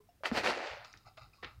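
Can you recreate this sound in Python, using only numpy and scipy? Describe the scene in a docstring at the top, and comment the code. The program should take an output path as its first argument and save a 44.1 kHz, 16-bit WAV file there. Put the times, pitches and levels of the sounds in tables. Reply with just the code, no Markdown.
"""A close, dry crunch: fingers dig three times into crumbly powder in a plastic tub, then squeeze a handful.
Thousands of tiny fractures make the sound; it loses its bass as the powder packs tight. Lumps snap,
a finger bumps the tub, loose crumbs trickle back and a last lump breaks. The microphone is right by
the tub in a small, quiet room, with a low handling rumble underneath."""
import sys
import numpy as np
from scipy import signal
from scipy.fft import irfft
from scipy.io import wavfile
from scipy.ndimage import uniform_filter1d

SR = 44100
rng = np.random.default_rng(int(sys.argv[2]) if len(sys.argv) > 2 else 0)


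def generate_wav(signal):
    """Clip the signal to [-1, 1] and save it as 16-bit WAV at the path in sys.argv[1]."""
    frames = np.transpose(np.atleast_2d(signal))
    scaled = np.clip(frames, -1, 1) * 32767
    pcm = np.round(scaled).astype(np.int16)
    wavfile.write(sys.argv[1], SR, pcm)


N = 70560
T = np.arange(N) / SR
GRAIN_S = 0.00069  # decay of one tiny fracture
POWDER_PER_S, POWDER_SPREAD_DB = 4500, 3  # fracture rate and unevenness


def amp(db):
    """Decibels to gain."""
    return 10 ** (np.asarray(db) / 20)


def unit(x):
    """Scales to rms 1."""
    return x / np.sqrt(np.mean(x ** 2) + 1e-20)


def curve(points, t=T):
    """Joins (time_s, value) points by straight lines."""
    return np.interp(t, *np.transpose(points)[:2])


def add(mix, start_s, sound):
    """Lays a sound into the mix."""
    part = mix[max(round(start_s * SR), 0):][:len(sound)]
    part += sound[:len(part)]


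def causal(db_at, size=4096):
    """Minimum-phase impulse response of energy 1 for a dB-by-frequency law."""
    hz = abs(np.fft.fftfreq(size, 1 / SR)) + 1
    log_gain = np.log(amp(db_at(hz)) + 1e-5)
    impulse = np.fft.ifft(np.exp(np.conj(signal.hilbert(log_gain)))).real[:size // 2]
    return impulse / np.linalg.norm(impulse)


def colour(x, spectrum):
    """Gives a white sound the spectrum of (frequency_hz, level_db) points."""
    hz, db = np.transpose(spectrum)
    impulse = causal(lambda f: np.interp(np.log(f), np.log(hz), db))
    return signal.fftconvolve(x, impulse)[:len(x)]


def brighten(x, db, edge_hz=5260):
    """Shelves the treble up or down."""
    low = signal.sosfiltfilt(signal.butter(2, edge_hz, fs=SR, output="sos"), x)
    return low + amp(db) * (x - low)


def swell(start_s, rise_s, decay_s):
    """Straight rise, exponential fall."""
    return np.clip((T - start_s) / rise_s, 0, 1) * np.exp(-np.maximum(T - start_s - rise_s, 0) / decay_s)


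def ring(hz, t60_s, rise_s):
    """One mode, set going by a soft push."""
    t = T[:SR // 4]
    return np.minimum(t / rise_s, 1) * np.exp(-np.log(1000) * t / t60_s) * np.sin(2 * np.pi * hz * t)


def fractures(per_s, spread_db, kinds=24, size=500):
    """A steady stream of tiny breaks of uneven size, each a short burst in one of several colours."""
    clicks = (rng.random(N) < per_s / SR) * amp(spread_db * np.minimum(rng.exponential(1, N), 4))
    kind = rng.integers(0, kinds, N)
    spectra = np.fft.rfft(rng.standard_normal((kinds, size)) * np.exp(-T[:size] / GRAIN_S))
    bursts = irfft(spectra / np.sqrt(np.mean(abs(spectra) ** 2, 0)))  # white on average
    stream = sum(signal.oaconvolve(clicks * (kind == k), bursts[k])[:N] for k in range(kinds))
    return stream / np.sqrt(abs(uniform_filter1d(stream ** 2, size)) + 1e-4)


# Handling, rising and falling: time_s, level_db
HANDLING_LEVEL = [(0.0, -74.5), (0.288, -72), (0.306, -54), (0.32, -49), (0.68, -77), (0.726, -60),
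                  (0.918, -76.5), (0.98, -62), (1.01, -70), (1.086, -63.5), (1.154, -72), (1.224, -59),
                  (1.362, -77), (1.478, -57), (1.506, -69.5), (1.6, -58)]
# Tone of the rumble and of the room's hiss: frequency_hz, level_db
RUMBLE_SPECTRUM = [(15, -46), (30, -24), (48, -2.5), (75, -4), (120, -2.5), (170, -18), (300, -29.5),
                   (800, -62)]
HISS_SPECTRUM = [(30, 8.5), (200, 4), (700, -5.5), (1500, -8), (4000, -13), (9000, -16), (16000, -15)]


def background(rumble_gain_db=1, hiss_db=-72):
    """Handling rumble and the hiss of a quiet room at the microphone."""
    rumble = unit(colour(rng.standard_normal(N), RUMBLE_SPECTRUM))
    hiss = unit(colour(rng.standard_normal(N), HISS_SPECTRUM))
    return amp(curve(HANDLING_LEVEL) + rumble_gain_db) * rumble + amp(hiss_db) * hiss


def room_echoes(x, t60_s, band_hz):
    """The nearby walls return a dying tail of dense reflections."""
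    t = T[:SR // 2]
    tail = rng.standard_normal(len(t)) * (t > .001) * np.exp(-np.log(1000) * t / t60_s)
    band = signal.butter(2, band_hz, "band", fs=SR, output="sos")
    return signal.sosfilt(band, signal.fftconvolve(x, tail / np.linalg.norm(tail))[:N])


# Modes of the tub's floor: pitch_hz, relative_db, t60_s
FLOOR_MODES = [(235, 0.5, 0.051), (444, -5, 0.026), (740, -19, 0.05), (81.3, -28.5, 0.23)]
# Soft taps and rubs on its wall: start_s, level_db, pitch_hz, t60_s
WALL_TAPS = [(.0, -56.5, 419, 0.14), (.004, -64, 1023, 0.057), (.088, -52.5, 710, 0.068),
             (0.091, -71.5, 2825, 0.095), (0.088, -74, 5380, 0.2), (0.206, -55, 555, .08),
             (.506, -28, 766, 0.043), (.572, -23, 513, 0.02), (0.732, -32, 568, 0.033),
             (0.769, -40.5, 567, 0.056), (0.846, -58, 500, 0.059), (1.051, -59, 1170, 0.054),
             (1.067, -41.5, 772, 0.024), (1.083, -40.5, 740, 0.015), (1.11, -57.5, 763, 0.065),
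             (1.176, -47.5, 644, 0.084), (1.334, -50, 2500, 0.022), (1.383, -60, 1117, 0.16)]


def tub_knocks(bump_s=.3155, bump_db=-16):
    """A finger bumps the floor of the tub, and light touches ring its wall."""
    out = np.zeros(N)
    for hz, db, t60_s in FLOOR_MODES:
        add(out, bump_s, amp(bump_db + db) * ring(hz, t60_s, rise_s=.0096))
    for start_s, db, hz, t60_s in WALL_TAPS:
        add(out, start_s, amp(db) * ring(hz, t60_s, rise_s=.0028))
    return out


# Crumbs falling back into the tub: start_s, level_db, rise_s, decay_s, treble_db
CRUMB_FALLS = [(0.839, -60, 0.0067, 0.094, 11.5), (.96, -96.5, 0.0091, .3, 20),
               (1.047, -60.5, 0.029, 0.021, 3), (1.17, -52, 0.0062, 0.02, 2.5),
               (1.207, -59, 0.012, 0.039, 1.5), (1.328, -73, 0.0067, 0.11, 16),
               (1.459, -57.5, 0.013, 0.046, -29)]
# Tone of their patter: frequency_hz, level_db
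PATTER_SPECTRUM = [(250, -34), (480, -23), (700, -5.5), (1000, -6.5), (1300, 5), (1650, -19), (2400, -8.5),
                   (3150, -28.5), (4000, -14), (5000, -9.5), (6000, -37.5), (8400, -38.5), (12000, -47)]
# Modes of the tub under the crumbs: pitch_hz, relative_db, t60_s
WALL_MODES = [(645, 4, 0.056), (798, 10.5, 0.027), (1200, -14, 0.049), (1280, -9, 0.088),
              (2005, -4.5, 0.053), (2600, -4.5, 0.038), (3724, -6.5, 0.039), (3990, -20, 0.029),
              (4750, -6, 0.021), (4826, -18, 0.023), (6710, -21.5, 0.023)]


def trickling_crumbs(ring_db=-5.5):
    """Loose crumbs patter into the tub and make the plastic ring."""
    impacts = fractures(per_s=1800, spread_db=3.5)
    wall = sum(amp(db) * ring(hz, t60_s, GRAIN_S) for hz, db, t60_s in WALL_MODES)
    ringing = unit(signal.fftconvolve(impacts, np.diff(wall))[:N])
    patter = colour(impacts, PATTER_SPECTRUM) + amp(ring_db) * ringing
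    return sum(amp(db) * swell(start_s, rise_s, decay_s) * brighten(patter, treble_db)
               for start_s, db, rise_s, decay_s, treble_db in CRUMB_FALLS)


# Lumps that crumble after the squeeze: start_s, level_db, rise_s, decay_s
LUMP_CRUMBLES = [(0.939, -61, 0.0027, 0.029), (1.426, -41.5, 0.0069, 0.026)]
# Their tone from close by: frequency_hz, level_db
CRUMBLE_SPECTRUM = [(100, -48), (180, -9.5), (300, 5.5), (600, -6.5), (1200, 1), (2000, 2), (2800, -4.5),
                    (4300, -11), (6300, -29), (12000, -58)]


def crumbling_lumps():
    """A lump falls apart in a brief rush of fractures."""
    rush = colour(fractures(POWDER_PER_S, POWDER_SPREAD_DB), CRUMBLE_SPECTRUM)
    return sum(amp(db) * swell(start_s, rise_s, decay_s) * rush
               for start_s, db, rise_s, decay_s in LUMP_CRUMBLES)


# Lumps snapping close to the microphone: start_s, level_db, centre_hz, width_octaves
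LUMP_SNAPS = [(0.2355, -29, 780, 0.99), (0.3148, -27.5, 710, 1.3), (0.332, -43, 3000, 0.73),
              (0.377, -27, 1630, 0.68), (0.462, -17, 1520, 1.1), (.507, -22, 925, 0.73),
              (0.5762, -38.5, 5000, 2), (.2571, -19.5, 1750, .8), (.4728, -17.5, 2000, .75),
              (.8478, -35, 2200, 1.7), (1.4463, -29, 1900, 1.1), (0.672, -32.5, 3130, 0.91),
              (0.714, -33.5, 2600, 0.47), (.733, -37, 2370, 0.86), (.929, -42.5, 5560, 0.48),
              (0.939, -41, 1820, 0.44), (.974, -46, 5270, 0.75), (1.176, -42.5, 2460, 0.75),
              (1.18, -54, 1300, 1)]


def snapping_lumps(top_hz=6500, spray_db=-16, spray_decay_s=.0068):
    """A lump gives way: one sharp crack and a short spray of fragments, muffled by the powder around it."""
    out, t = np.zeros(N), T[:SR // 25]
    for start_s, db, centre_hz, octaves in LUMP_SNAPS:
        def crack_db(hz):
            """A band around the centre, with the top rolled off."""
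            band_loss = 1 + abs(np.log2(hz / centre_hz) / octaves) ** 4
            return -20 * np.log10(band_loss * (1 + (hz / top_hz) ** 10))

        crack = causal(crack_db)[:len(t)]
        crack /= abs(crack).max()
        spray = signal.fftconvolve(rng.standard_normal(len(t)), crack / np.linalg.norm(crack))[:len(t)]
        add(out, start_s, amp(db) * (crack + amp(spray_db) * spray * np.exp(-t / spray_decay_s)))
    return out


# Push of the fingers, digging then squeezing: time_s, level_db
FINGER_PUSH = [(0.24, -40), (0.25, -37), (0.256, -31), (0.306, -52), (0.316, -54), (0.326, -45.5),
               (0.378, -27.5), (0.428, -44.5), (0.444, -31.5), (0.476, -31), (0.498, -31), (0.504, -31.5),
               (0.542, -40), (0.652, -40.5), (0.858, -55), (0.92, -70)]
# Tone of the breaking powder at close range: frequency_hz, level_db
CRUNCH_SPECTRUM = [(100, -54), (160, -10), (230, -6.5), (400, -4.5), (620, -1.5), (800, -3.5), (1000, -7.5),
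                   (1400, -6), (2100, -7), (2700, -10.5), (3300, -18), (4600, -19.5), (6000, -31.5),
                   (8500, -42), (12000, -51), (15500, -48)]
# Packing takes away the bass below this edge: time_s, edge_hz
PACKING_EDGE = [(.24, 520), (.27, 270), (.30, 296), (.34, 181), (.39, 170), (.46, 176), (.53, 185),
                (.62, 250), (.70, 432), (.80, 505), (.90, 745)]
# The closing fist muffles the crunch above this edge: time_s, edge_hz
FIST_EDGE = [(.40, 14300), (.52, 11600), (.62, 8600), (.72, 8300), (.80, 6000)]
# Brightness of the crunch: time_s, treble_db
CRUNCH_TREBLE = [(.24, -3), (.256, 7.5), (.268, 14), (.31, 11.5), (.38, 9.5), (.47, 11.5), (.56, 8),
                 (.62, 5.5), (.67, 10), (.78, 8.5), (.9, -1)]


def powder_crunch(gain_db=-1, release_s=.045, packing_order=7.2, fist_order=7.5):
    """Fractures follow the push of the fingers; packing takes the bass away and the fist the fizz."""
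    grains = colour(fractures(POWDER_PER_S, POWDER_SPREAD_DB), CRUNCH_SPECTRUM)
    frames = dict(fs=SR, nperseg=512, noverlap=384)
    hz, t, spectra = signal.stft(grains, **frames)
    hz = hz[:, None] + 1
    bass_loss = 1 + (curve(PACKING_EDGE, t) / hz) ** (2 * packing_order)
    fizz_loss = 1 + (hz / curve(FIST_EDGE, t)) ** (2 * fist_order)
    packed = signal.istft(spectra / np.sqrt(bass_loss * fizz_loss), **frames)[1][:N]
    first_snap_s, let_go_s = LUMP_SNAPS[0][0], FINGER_PUSH[-1][0]
    contact = (T > first_snap_s) * np.exp(-np.maximum(T - let_go_s, 0) / release_s)
    return brighten(packed, curve(CRUNCH_TREBLE)) * amp(curve(FINGER_PUSH) + gain_db) * contact


def scene(room_db=-13):
    """One microphone close to the powder and the tub, with the small room faint behind them."""
    near = powder_crunch() + snapping_lumps() + crumbling_lumps() + trickling_crumbs() + tub_knocks()
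    room = amp(room_db) * room_echoes(near, t60_s=.26, band_hz=(590, 6000))
    return (near + room + background())[None]


def record(dry, fade_s=.006, top_hz=15850):
    """Soft ends and the band limit of the recorder."""
    fade = np.minimum(np.minimum(T, T[::-1]) / fade_s, 1)
    lowpass = signal.firwin(511, top_hz, window=("kaiser", 9), fs=SR)
    return signal.oaconvolve(dry * fade, lowpass[None], "same")


dry = scene()
out = record(dry)
generate_wav(out)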